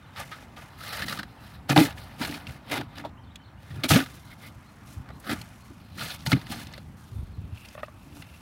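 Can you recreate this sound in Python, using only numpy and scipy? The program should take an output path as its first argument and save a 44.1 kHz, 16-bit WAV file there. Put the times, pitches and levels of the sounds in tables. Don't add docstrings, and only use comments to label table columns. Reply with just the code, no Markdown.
import sys
import numpy as np
from scipy import signal
from scipy.io import wavfile
from scipy.ndimage import uniform_filter1d

SR = 44100
rng = np.random.default_rng(int(sys.argv[2]) if len(sys.argv) > 2 else 0)


def wav_record(signal):
    frames = np.transpose(np.atleast_2d(signal))
    bounded = np.clip(frames, -1, 1)
    quanta = np.round(bounded * 32767).astype(np.int16)
    wavfile.write(sys.argv[1], SR, quanta)


def amplitude_ratio(level_db):
    exponent = np.asarray(level_db, float) / 20
    return 10 ** exponent


N = 370873
TIME = np.arange(N) / SR

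# frequency in Hz, level in dB per Hz.
WALL_COLOUR = [(350, -11.5), (512, -6.5), (824, -2.5), (1060, -1.5), (1330, 0.5), (1970, -1), (3600, -7.5),
               (5300, -14), (7500, -21), (10500, -20), (15500, -26.5)]
BAND_EDGES_HZ = (400, 1000, 2300, 6000)
# time in seconds, rub in dB, dust hiss in dB re rub.
HANDLING = [(0, -56.5, -15.5), (.75, -60, -7), (1.34, -58.5, -11), (1.65, -64, -20), (2.12, -51, -12),
            (2.86, -64, -24), (3.5, -65.5, -26), (4.1, -60.5, 5), (4.36, -61, -5), (4.53, -59.5, -7.5),
            (5.2, -64.5, 1), (5.6, -59, -3), (5.9, -59.5, -8), (6.2, -56.5, -2), (6.75, -51, -11),
            (6.93, -74, 5), (7.3, -68, -8), (8.41, -58.5, 1.5)]
# start in seconds, length in seconds, first rub in dB,
# last rub in dB, dust hiss in dB re rub.
SLIDES = [(0.197, 0.032, -34, -40.5, -9.5), (0.808, 0.1, -44.5, -38, -5.5), (1.094, 0.079, -36, -40.5, -5),
          (1.41, 0.15, -55, -53, -5), (1.797, 0.071, -26, -38.5, -1.5), (1.977, 0.094, -46.5, -52, -5),
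          (2.219, 0.018, -33, -34, -7), (2.264, 0.11, -39, -43, -6), (0.255, 0.068, -51.5, -52, -5.5),
          (0.353, 0.088, -49.5, -51.5, -7.5), (2.485, 0.076, -48, -51, -4.5),
          (2.683, 0.026, -46, -40.5, -12), (3.792, 0.022, -50.5, -50, -9), (7.556, 0.19, -58.5, -53, -2.5),
          (2.788, 0.049, -38.5, -49.5, -12), (2.913, 0.03, -54, -57, -19), (2.982, 0.022, -43.5, -42, -12),
          (3.602, 0.17, -59, -51, -7.5), (3.939, 0.048, -22.5, -28.5, -6.5), (3.957, 0.079, -36, -41, -4),
          (4.06, 0.11, -52, -53.5, -2.5), (4.26, 0.072, -56, -54, -5.5), (4.402, 0.077, -53.5, -47.5, -5.5),
          (4.864, 0.073, -61.5, -54.5, 3), (5.056, 0.047, -60.5, -56, -36), (5.262, 0.036, -44, -43, -6),
          (5.314, 0.025, -29.5, -36, -8.5), (5.365, 0.2, -46.5, -59.5, -7), (6, .14, -36.5, -41, -3.5),
          (6.508, 0.125, -40.5, -46, -2.5)]
# start in seconds, length in seconds, first rub in dB,
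# last rub in dB, dust hiss in dB re rub.
SCUFFS = [(0.927, 0.08, -37, -35.5, -5.5), (1.016, 0.026, -36, -37, -7), (1.063, .02, -41, -50, 2),
          (7.778, 0.027, -46, -49, -16), (1.19, 0.014, -47, -43, -17), (1.697, 0.033, -24.5, -26, -11),
          (1.823, 0.041, -35.5, -35.5, 5), (2.714, 0.066, -29, -30.5, -10.5), (2.956, 0.02, -50, -48, -12),
          (3.841, 0.021, -28, -33, -9.5), (3.891, 0.019, -27.5, -22, 1.5), (6.263, 0.013, -33, -37, -2),
          (6.282, .02, -43, -43, -3), (6.299, 0.022, -39, -34.5, 0), (6.34, 0.034, -48, -48, -24)]
# start in seconds, rub in dB,
# scrape in seconds to fade, dust hiss in dB re rub.
JOLTS = [(0.317, -37.5, 0, -9), (0.568, -43, 0.24, -11.5), (1.227, -44.5, -0.2, -20),
         (1.695, -27.5, 0.0535, -2), (1.767, -21, 0.14, -10.5), (2.40, -49, 0.13, -6),
         (2.48, -45, -0.63, -3), (3.361, -57, -0.85, 0), (3.865, -36, 0, -2), (3.908, -19.5, 0.0677, -1),
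         (6.32, -35.5, 0.13, -8), (6.783, -51.5, -0.5, -26), (7.833, -48, 0.04, -6), (6.97, -64, 1.4, 2.5),
         (7.649, -50, -0.8, -11), (8.15, -59, 1.1, 6), (8.227, -58, 0.6, -25)]
SLIDE_EDGE_S, SCUFF_EDGE_S, JOLT_RISE_S, PUFF_EDGE_S = 0.045, 0.0093, 0.0073, 0.02
# start in seconds, peak in dB, ringing in Hz, hollow wall in dB re peak,
# decay by 60 dB in seconds.
BLOWS = [(0.1619, -24, 1200, -27, 0.46), (0.3176, -26, 1260, -39, 0.26), (0.9298, -26.5, 1600, -23, 0.35),
         (1.0213, -20, 1730, -27, 0.062), (1.1892, -24, 1510, -17, 0.085), (1.694, -14.5, 1390, 4.5, 0.049),
         (1.7616, -7.5, 780, 1, 0.076), (1.7768, -9, 3650, 15, 0.015), (2.2144, -19, 960, -17, 0.11),
         (2.3413, -27, 2430, -29, 0.088), (2.7177, -16, 500, -15, 0.034), (2.9816, -36, 1750, -1, 0.037),
         (3.049, -33, 740, 17.5, 0.082), (3.705, -39, 1810, -5, 0.13), (3.836, -14, 2340, -7, 0.081),
         (3.907, -8, 1300, 4.5, 0.024), (3.917, -8, 1280, 4, 0.029), (3.9586, -10, 540, -25, 0.1),
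         (5.2943, -22.5, 1360, 6, 0.12), (6.0115, -25, 1350, -2, 0.18), (6.318, -11.5, 1330, 5.5, 0.053),
         (6.5146, -26, 757, -27, 0.36), (0.8652, -33, 2040, -20, 0.12)]
# start in seconds, peak in dB, ringing in Hz,
# hollow wall in dB re peak.
TICKS = [(0.564, -40, 2580, 4), (1.083, -19.5, 1830, -23), (1.125, -19, 1340, -6), (1.231, -26, 1640, -2),
         (1.926, -33, 865, -21), (1.9801, -35, 2410, -6), (2.249, -20.5, 1660, -44),
         (2.377, -32, 1610, -35), (2.469, -29.5, 2740, -30), (2.811, -23, 600, 2), (3.002, -50, 2980, -10),
         (3.3575, -34.5, 3360, -27), (3.8931, -28, 3320, -22), (4.003, -17, 1450, -1.5),
         (4.061, -29, 1260, -15), (5.103, -40, 1300, 12), (5.414, -34.5, 4270, 1),
         (6.2637, -14.5, 950, -28), (6.415, -31.5, 1870, -22), (6.4684, -31.5, 1870, -12),
         (6.6694, -40.5, 3430, -23), (6.7372, -29, 1980, -35), (6.779, -30, 595, -16),
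         (7.574, -41.5, 2640, -24), (7.686, -42.5, 4870, -22.5), (1.1743, -26.5, 1440, -24),
         (6.751, -44, 2640, -20), (5.089, -34, 1260, -10), (8.168, -38.5, 890, 8), (8.2229, -31, 2090, -6)]
TICK_T60_S = 0.032
# (frequency in Hz, width in Hz, level in dB).
GRIPPED_POTS = [(0, [(2570, 48, -15)]), (0.701, [(1320, 90, 8), (1730, 160, 2), (3640, 210, -8),
                (3920, 93, 1.5), (4630, 410, -11)]), (1.599, [(786, 140, -4), (1310, 130, -2),
                (4030, 810, -3.5), (10400, 1800, -30)]), (2.601, [(1310, 180, -29), (3550, 650, 0)]),
                (3.099, []), (3.602, [(1200, 460, -0.5), (2850, 95, -14), (3500, 210, -6),
                (12100, 870, -41)]), (4.2, [(2080, 200, 15.5), (1520, 150, -13), (3180, 220, -21)]),
                (4.52, []), (5.001, [(1250, 250, 10.5), (2620, 94, -19)]), (5.36, []),
                (5.8, [(1410, 85, -18), (3500, 550, -3), (4070, 230, -0.5)]), (7.4, [(2670, 160, 9),
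                (5950, 180, -16), (10500, 800, -26)])]
# start in seconds, peak in dB, wall patch in Hz,
# decay by 60 dB in seconds.
SNAPS = [(1.001, -23, 1290, 0.048), (1.031, -32, 1700, .03), (1.097, -27, 3300, .02),
         (1.698, -17.5, 5300, 0.025), (1.787, -9, 1600, 0.026), (1.801, -15, 2500, 0.022),
         (1.907, -33, 2800, 0.026), (2.221, -30, 1500, 0.015), (2.229, -22, 3030, 0.022),
         (2.251, -19, 2500, 0.02), (2.274, -30, 9500, 0.028), (2.291, -27, 3000, .02),
         (2.31, -30, 3450, .03), (2.324, -27, 2000, .02), (2.493, -34, 2400, 0.034), (2.7, -39, 1460, 0.05),
         (2.982, -27, 3500, .02), (3.002, -37, 3000, 0.017), (3.039, -29, 890, 0.057),
         (3.357, -32, 6170, 0.018), (3.915, -9, 3500, 0.022), (3.92, -15, 2500, 0.021),
         (3.935, -12, 2500, .03), (3.959, -10.5, 3000, .03), (3.99, -18, 2380, 0.027),
         (5.199, -39.5, 12000, 0.033), (5.24, -35, 1300, .02), (5.316, -18, 1510, 0.021),
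         (5.328, -27, 9000, 0.016), (5.415, -31.5, 10000, 0.015), (5.44, -47, 11000, 0.016),
         (5.981, -31, 1400, 0.046), (6.082, -42, 4800, .03), (6.102, -29, 3580, 0.068),
         (6.19, -42, 4250, .04), (6.205, -36.5, 4000, 0.027), (6.223, -37, 4000, 0.02),
         (6.27, -20.5, 4300, 0.028), (6.328, -8, 2040, 0.03), (6.365, -32, 1500, .04),
         (6.56, -35, 1400, 0.027), (6.592, -42, 2220, 0.022), (6.67, -36, 5440, 0.018),
         (6.726, -40, 5500, 0.017), (6.763, -51, 12000, .02), (7.56, -45, 2800, 0.049),
         (7.649, -38, 2620, 0.027), (7.687, -34, 5570, 0.015), (7.71, -46, 2500, 0.042),
         (7.859, -44, 4000, 0.022)]
# start in seconds, peak in dB.
TAPS = [
    (7.751, -30),
    (7.778, -28.5),
    (7.794, -32),
    (7.831, -22),
    (7.882, -35),
]
# frequency in Hz, level in dB, decay by 60 dB in seconds.
RIM_MODES = [(608, -0.5, 0.047), (1192, -3.5, 0.047), (1840, -7.5, 0.035), (2654, -9, 0.027),
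             (3580, -7.5, 0.012)]
# start in seconds, peak in dB, frequency in Hz,
# decay by 60 dB in seconds.
THUDS = [(1.696, -20.5, 140, 0.36), (1.763, -8, 312, 0.11), (1.7794, -8.5, 310, 0.13),
         (1.807, -6.5, 283, 0.1), (1.775, -4.5, 155, 0.064), (1.783, -17, 820, 0.09),
         (1.772, -17.5, 597, .12), (1.838, -26, 280, 0.056), (3.908, -17, 790, 0.067),
         (3.92, -17, 162, 0.088), (3.85, -21, 270, 0.051), (3.908, -14, 306, 0.078),
         (6.268, -28.5, 890, .07), (6.364, -22, 171, 0.063), (2.21, -17.5, 252, 0.052),
         (3.901, -15.5, 94, 0.15), (3.96, -9.5, 267.4, 0.14), (4.97, -19, 95, 0.051), (5, -20, 109, 0.035),
         (6.265, -23, 130, 0.064), (6.33, -11, 268.5, 0.093), (6.329, -7, 129, 0.087),
         (7.159, -18.5, 101, 0.049), (7.185, -17, 77.5, 0.071), (7.228, -10.5, 76, 0.023),
         (7.38, -18.5, 92, 0.056), (7.439, -21, 72.7, 0.057), (7.523, -23, 86.5, 0.077)]
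# start in seconds, length in seconds, first level in dB,
# last level in dB, cavity pitch in Hz.
PUFFS = [(1.005, 0.26, -38, -44.5, 187), (1.71, 0.045, -22.5, -31, 255), (1.783, 0.087, -14, -30, 267),
         (1.82, 0.019, -24, -36, 260), (2.205, 0.17, -34, -41, 239), (2.717, .11, -31, -35.5, 250),
         (2.987, 0.092, -38, -44, 230), (3.695, 0.093, -43, -27.5, 108), (3.846, 0.034, -24.5, -37, 253),
         (3.92, 0.055, -19, -18, 140), (3.961, 0.067, -17.5, -36, 250), (4.974, 0.066, -41, -44, 102),
         (5.087, 0.04, -38, -43, 88.7), (5.278, 0.061, -35.5, -28, 220), (5.713, 0.021, -41, -56, 290),
         (5.97, 0.093, -39, -37, 153), (6.278, 0.019, -27, -39, 140), (6.327, 0.048, -19.5, -30, 161),
         (6.501, 0.14, -37, -47, 220), (6.67, 0.22, -49, -40, 69.6), (7.113, 0.25, -37.5, -39.5, 78),
         (7.377, 0.2, -35.5, -48, 93), (8.056, 0.15, -51, -50, 273)]
BREEZE_DB, BREEZE_HZ = -61, 108
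# frequency in Hz, width in Hz, level in dB.
STACK_CAVITY = [(140, 58, -4.5), (285, 14.6, 2.5)]
# (frequency in Hz, level in dB).
STRAP_SQUEAK = (7.125, .12, [(3610, -70), (8920, -71), (10700, -76), (12500, -73)])
# start in seconds, length in seconds, first, middle, last pitch in Hz.
WHISTLES = [(.02, .055, 3700, 3600, 2450), (.06, .035, 3800, 4100, 3800), (.105, .05, 2800, 3700, 3700),
            (1.355, .075, 3800, 2600, 2950), (3.17, .032, 2550, 3150, 3200),
            (3.236, .016, 4600, 4300, 2800), (3.266, .03, 3500, 3600, 2600), (3.3, .026, 2700, 4050, 3200),
            (3.205, .03, 6300, 5600, 4800), (3.205, .04, 3100, 3100, 3100), (3.41, .025, 6100, 5600, 4700),
            (7.333, .025, 4300, 4200, 3700), (3.368, .078, 2800, 3120, 2950),
            (3.434, .018, 4500, 4250, 2800), (3.447, .02, 3200, 4300, 4350),
            (3.465, .032, 4350, 3700, 2850), (3.57, .03, 2750, 2900, 3050), (4.23, .058, 3850, 4080, 4300),
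            (4.64, .062, 3600, 4170, 4250), (4.865, .06, 3650, 4080, 4250), (5.08, .085, 3250, 4050, 4230),
            (5.585, .1, 4000, 4350, 4330)]
WHISTLE_ACCENT_DB = [0, 0, -2, 0, 3, 2, 2, 3, -7, -4, -5, 0, -1, 1, 4, 1, -1, -1, -2, -1, 0, -3]
WHISTLE_DB, HIGH_LOSS_DB = -64, 5
# frequency in Hz, level in dB per Hz.
HUM_COLOUR = [(40, -26), (65, 10.5), (120, 2), (249, -3.5), (427, -20), (863, -14), (1330, -17),
              (1480, -19.5), (4140, -36), (6500, -41), (16000, -45.5)]
HUM_DB = -47
# time in seconds, level in dB.
TRAFFIC = [(0, -0.5), (.7, 1.5), (1.5, 1.5), (2.4, 3), (3.1, -1.5), (3.5, -1.5), (4.0, 0), (4.7, 0.5),
           (5.3, 2), (5.75, -1.5), (6.3, 1.5), (6.9, -1), (7.8, -2), (8.41, -2)]
# frequency in Hz, width in Hz, share removed.
GROUND_DIP = (1050, 240, .65)
MIC_EDGES_HZ = (50, 15900)


def evened(x):
    return x / np.sqrt(np.mean(x ** 2) + 1e-20)


def read(points, hz):
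    f, value = np.transpose(points)
    return np.interp(np.log(hz + 1), np.log(f + 1), value)


def played(rows, t=TIME):
    s, *columns = np.transpose(rows)
    return [np.interp(t, s, c) for c in columns]


def add(mix, s, sound):
    part = mix[..., round(s * SR):][..., :sound.shape[-1]]
    part += sound[..., :part.shape[-1]]


def resonate(x, hz, width):
    turn = np.exp(2j * np.pi * np.cumsum(hz * np.ones(len(x))) / SR)
    r = np.exp(-np.pi * width / SR)
    return 2 * (turn * signal.lfilter([1 - r], [1, -r], x / turn)).real


def flicker(seconds, count=N):
    span = max(int(seconds * SR), 2)
    return evened(uniform_filter1d(uniform_filter1d(rng.standard_normal(count), span), span))


def random_grains(per_s, spread_db, most):
    size = amplitude_ratio(spread_db * np.minimum(rng.exponential(1, N), most))
    return size * (rng.random(N) < per_s / SR)


def swells(rows, base_db, base_value):
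    t = TIME[::32, None]
    s, length, first_db, last_db, value, rise, fall = np.transpose(rows)
    run_db = first_db + (last_db - first_db) * np.clip((t - s) / length.clip(1e-3), 0, 1)
    outside = np.maximum(np.maximum((s - t) / rise, (t - s - length) / fall), 0)
    power = amplitude_ratio(2 * (run_db - 20 * outside))
    base = amplitude_ratio(2 * (base_db + 0 * TIME)[::32])
    total = base + power.sum(1)
    mixed = (base * (base_value + 0 * TIME)[::32] + power @ value) / total
    return played(np.transpose([t[:, 0], 10 * np.log10(total), mixed]))


def walls():
    strokes = [(*row, SLIDE_EDGE_S, SLIDE_EDGE_S) for row in SLIDES]
    strokes += [(*row, SCUFF_EDGE_S, SCUFF_EDGE_S) for row in SCUFFS]
    strokes += [(s, fade, db, db - 22, hiss, JOLT_RISE_S, SLIDE_EDGE_S) for s, db, fade, hiss in JOLTS]
    rub_db, hiss_db = swells(strokes, *played(HANDLING))
    dry_db = 0.49 * (hiss_db + 8.5)
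    slip_db = 1.3 * flicker(0.0052) + 1.7 * np.array([flicker(0.0074) for _ in BAND_EDGES_HZ])
    band_db = np.array([-4 - dry_db, -7.5 - dry_db, dry_db - 7, hiss_db])
    drive = grit() * amplitude_ratio(rub_db - 3.5 + slip_db + band_db)
    rings = knocks(drive)
    coloured = signal.oaconvolve(drive, wall_responses(), axes=1)[:, :N].sum(0)
    return coloured + bending(drive[1] + drive[2]) + rings + crackle(rub_db)


def grit(per_s=2500, spread_db=3.0, share=0.41):
    grains = random_grains(per_s, spread_db, 5) * rng.choice([-1., 1.], N)
    return np.sqrt(share) * evened(grains) + np.sqrt(1 - share) * rng.standard_normal(N)


def knocks(drive):
    rings, t = np.zeros(N), TIME[:4000]
    for s, peak_db, hz, hollow_db, t60 in BLOWS + [(*tick, TICK_T60_S) for tick in TICKS]:
        shape = amplitude_ratio(peak_db - 60 * t / np.clip(t60, .008, .15)) * (1 - np.exp(-t / (0.0079 * t60)))
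        blow = shape * rng.standard_normal(len(t)) + amplitude_ratio(peak_db + 14.5) * (t == 0)
        hard_db = 4 * np.log2(hz / 1700)
        band_db = np.array([[hollow_db], [-3 - hard_db], [hard_db + 0.5], [hard_db - 39]])
        add(drive, s, blow * amplitude_ratio(band_db - 15))
        add(rings, s, amplitude_ratio(10.5) * resonate(blow, hz, 60 + 0.05 * hz))
    return rings


def wall_responses(size=4096):
    hz = abs(np.fft.fftfreq(size, 1 / SR))
    below = np.array([1 / (1 + (hz / edge) ** 12) for edge in BAND_EDGES_HZ] + [hz ** 0])
    shares = (1 - below[:-1]) * below[1:]
    log_gain = np.log(amplitude_ratio(read(WALL_COLOUR, hz)) * np.sqrt(shares) + 1e-5)
    response = np.fft.ifft(np.exp(np.conj(signal.hilbert(log_gain)))).real[:, :size // 2]
    return response / np.linalg.norm(response, axis=1, keepdims=True)


def bending(force, ring_db=5, patchy_db=4, wander=0.013):
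    out = np.zeros(N)
    ends = [s for s, _ in GRIPPED_POTS[1:]] + [N / SR]
    for (s, modes), end in zip(GRIPPED_POTS, ends):
        part = force[round(s * SR):round(end * SR)]
        for hz, width, db in modes:
            grip = amplitude_ratio(db + ring_db + patchy_db * flicker(0.029, len(part)))
            pitch = hz * (1 + wander * flicker(0.2, len(part)))
            damped = max(width, hz / 14)
            add(out, s, resonate(grip * part, pitch, damped))
    return out


def crackle(rub_db, low_hz=1200, high_hz=9000, cycles=45, count=12):
    hz, t = np.geomspace(low_hz, high_hz, count)[:, None], TIME[:1200]
    force = evened(random_grains(900, 3, 3.5)) * amplitude_ratio(rub_db - 1.5)
    trains = force * (rng.integers(0, count, N) == np.arange(count)[:, None])
    decay_db = 60 * t * np.sqrt(hz * low_hz) / cycles
    patch = amplitude_ratio(read(WALL_COLOUR, hz) - decay_db) * np.sin(2 * np.pi * hz * t)
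    return signal.oaconvolve(trains, patch / np.linalg.norm(patch[0]), axes=1)[:, :N].sum(0)


def snaps():
    out, t = np.zeros(N), TIME[:2000]
    for s, peak_db, hz, t60 in SNAPS:
        width = 0.72 * hz
        patch = evened(resonate(resonate(rng.standard_normal(len(t)), hz, width), hz, width))
        decay = amplitude_ratio(peak_db - 4.5 - 60 * t / np.clip(t60, .006, .08))
        add(out, s, decay * (1 - np.exp(-t / 0.00083)) * patch)
    return out


def booms():
    level_db, hz = swells([(*row, PUFF_EDGE_S, PUFF_EDGE_S) for row in PUFFS], BREEZE_DB, BREEZE_HZ)
    push = rng.standard_normal(N) * amplitude_ratio(2.3 * flicker(0.0045))
    moving = evened(resonate(resonate(push, hz, 63), hz, 170))
    stack = evened(sum(amplitude_ratio(db) * resonate(resonate(push, f, w), f, 3 * w) for f, w, db in STACK_CAVITY))
    seated = np.clip((hz - 110) / 120, 0, 1)
    out = amplitude_ratio(level_db + 2) * (0.5 * moving + 0.5 * seated * stack)
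    t = TIME[:8000]
    for s, peak_db, f, t60 in THUDS:
        shape = amplitude_ratio(peak_db + 1 - 60 * t / max(t60, .01)) * (1 - np.exp(-t / 0.0033))
        add(out, s, shape * np.sin(2 * np.pi * f * t))
    return out


def taps():
    out, t = np.zeros(N), TIME[:3000]
    hz, db, t60 = np.transpose(RIM_MODES)[..., None]
    for s, peak_db in TAPS:
        level_luck, pitch_luck = rng.standard_normal((2, len(RIM_MODES), 1))
        decay = amplitude_ratio(peak_db - 4 + db + 2.5 * level_luck - 80 * t / t60)
        modes = decay * np.sin(2 * np.pi * hz * (1 + .03 * pitch_luck) * t)
        modes = modes * (1 + .4 * flicker(.0004, len(t)))
        add(out, s, modes.sum(0) * (1 - np.exp(-t / 0.00072)))
    return out


def squeak():
    s, length, partials = STRAP_SQUEAK
    out, rub = np.zeros(N), rng.standard_normal(round(length * SR))
    tone = sum(amplitude_ratio(db) * evened(resonate(resonate(rub, hz, 220), hz, 300)) for hz, db in partials)
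    add(out, s, tone * signal.windows.tukey(len(rub), .8))
    return out


def bird():
    out = np.zeros(N)
    for (s, length, *glide), accent_db in zip(WHISTLES, WHISTLE_ACCENT_DB):
        t = np.arange(0, length, 1 / SR)
        hz = uniform_filter1d(np.interp(t / length, [0, .5, 1], glide), 300)
        level_db = WHISTLE_DB + accent_db - HIGH_LOSS_DB * np.maximum(hz / 1000 - 4.4, 0)
        tone = np.sin(2 * np.pi * np.cumsum(hz) / SR)
        add(out, s, amplitude_ratio(level_db) * tone * signal.windows.tukey(len(t), .4))
    echo = rng.standard_normal(5000) * amplitude_ratio(-60 * TIME[:5000] / 0.42)
    return out + 2 / 3 * signal.oaconvolve(out, echo / np.linalg.norm(echo))[:N]


def hum():
    frames, hz = N // 256 + 5, np.fft.rfftfreq(1024, 1 / SR)
    a, b, patches = rng.standard_normal((frames, 513, 3)).T
    patches = evened(uniform_filter1d(uniform_filter1d(patches, 12, 0), 14, 1))
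    spectra = (a + 1j * b) * amplitude_ratio(read(HUM_COLOUR, hz)[:, None] + 1.8 * patches)
    noise = signal.istft(spectra, nperseg=1024, noverlap=768)[1][:N]
    return amplitude_ratio(HUM_DB + played(TRAFFIC)[0]) * evened(noise)


def scene():
    near = walls() + snaps()
    hz, width, share = GROUND_DIP
    cancelled = share * signal.lfilter(*signal.iirpeak(hz, hz / width, SR), near)
    return (near - cancelled + booms() + taps() + squeak() + bird() + hum())[None]


def band_limit(x):
    return signal.sosfilt(signal.butter(12, 16820, fs=SR, output="sos"), x)


def record(dry):
    low_hz, high_hz = MIC_EDGES_HZ
    cut = signal.sosfilt(signal.butter(3, low_hz, "high", fs=SR, output="sos"), dry)
    cut = 1.5 * np.tanh(cut / 1.5)
    cut = signal.oaconvolve(cut, signal.firwin(255, high_hz, fs=SR)[None], "same")
    return band_limit(cut)


dry = scene()
out = record(dry)
wav_record(out)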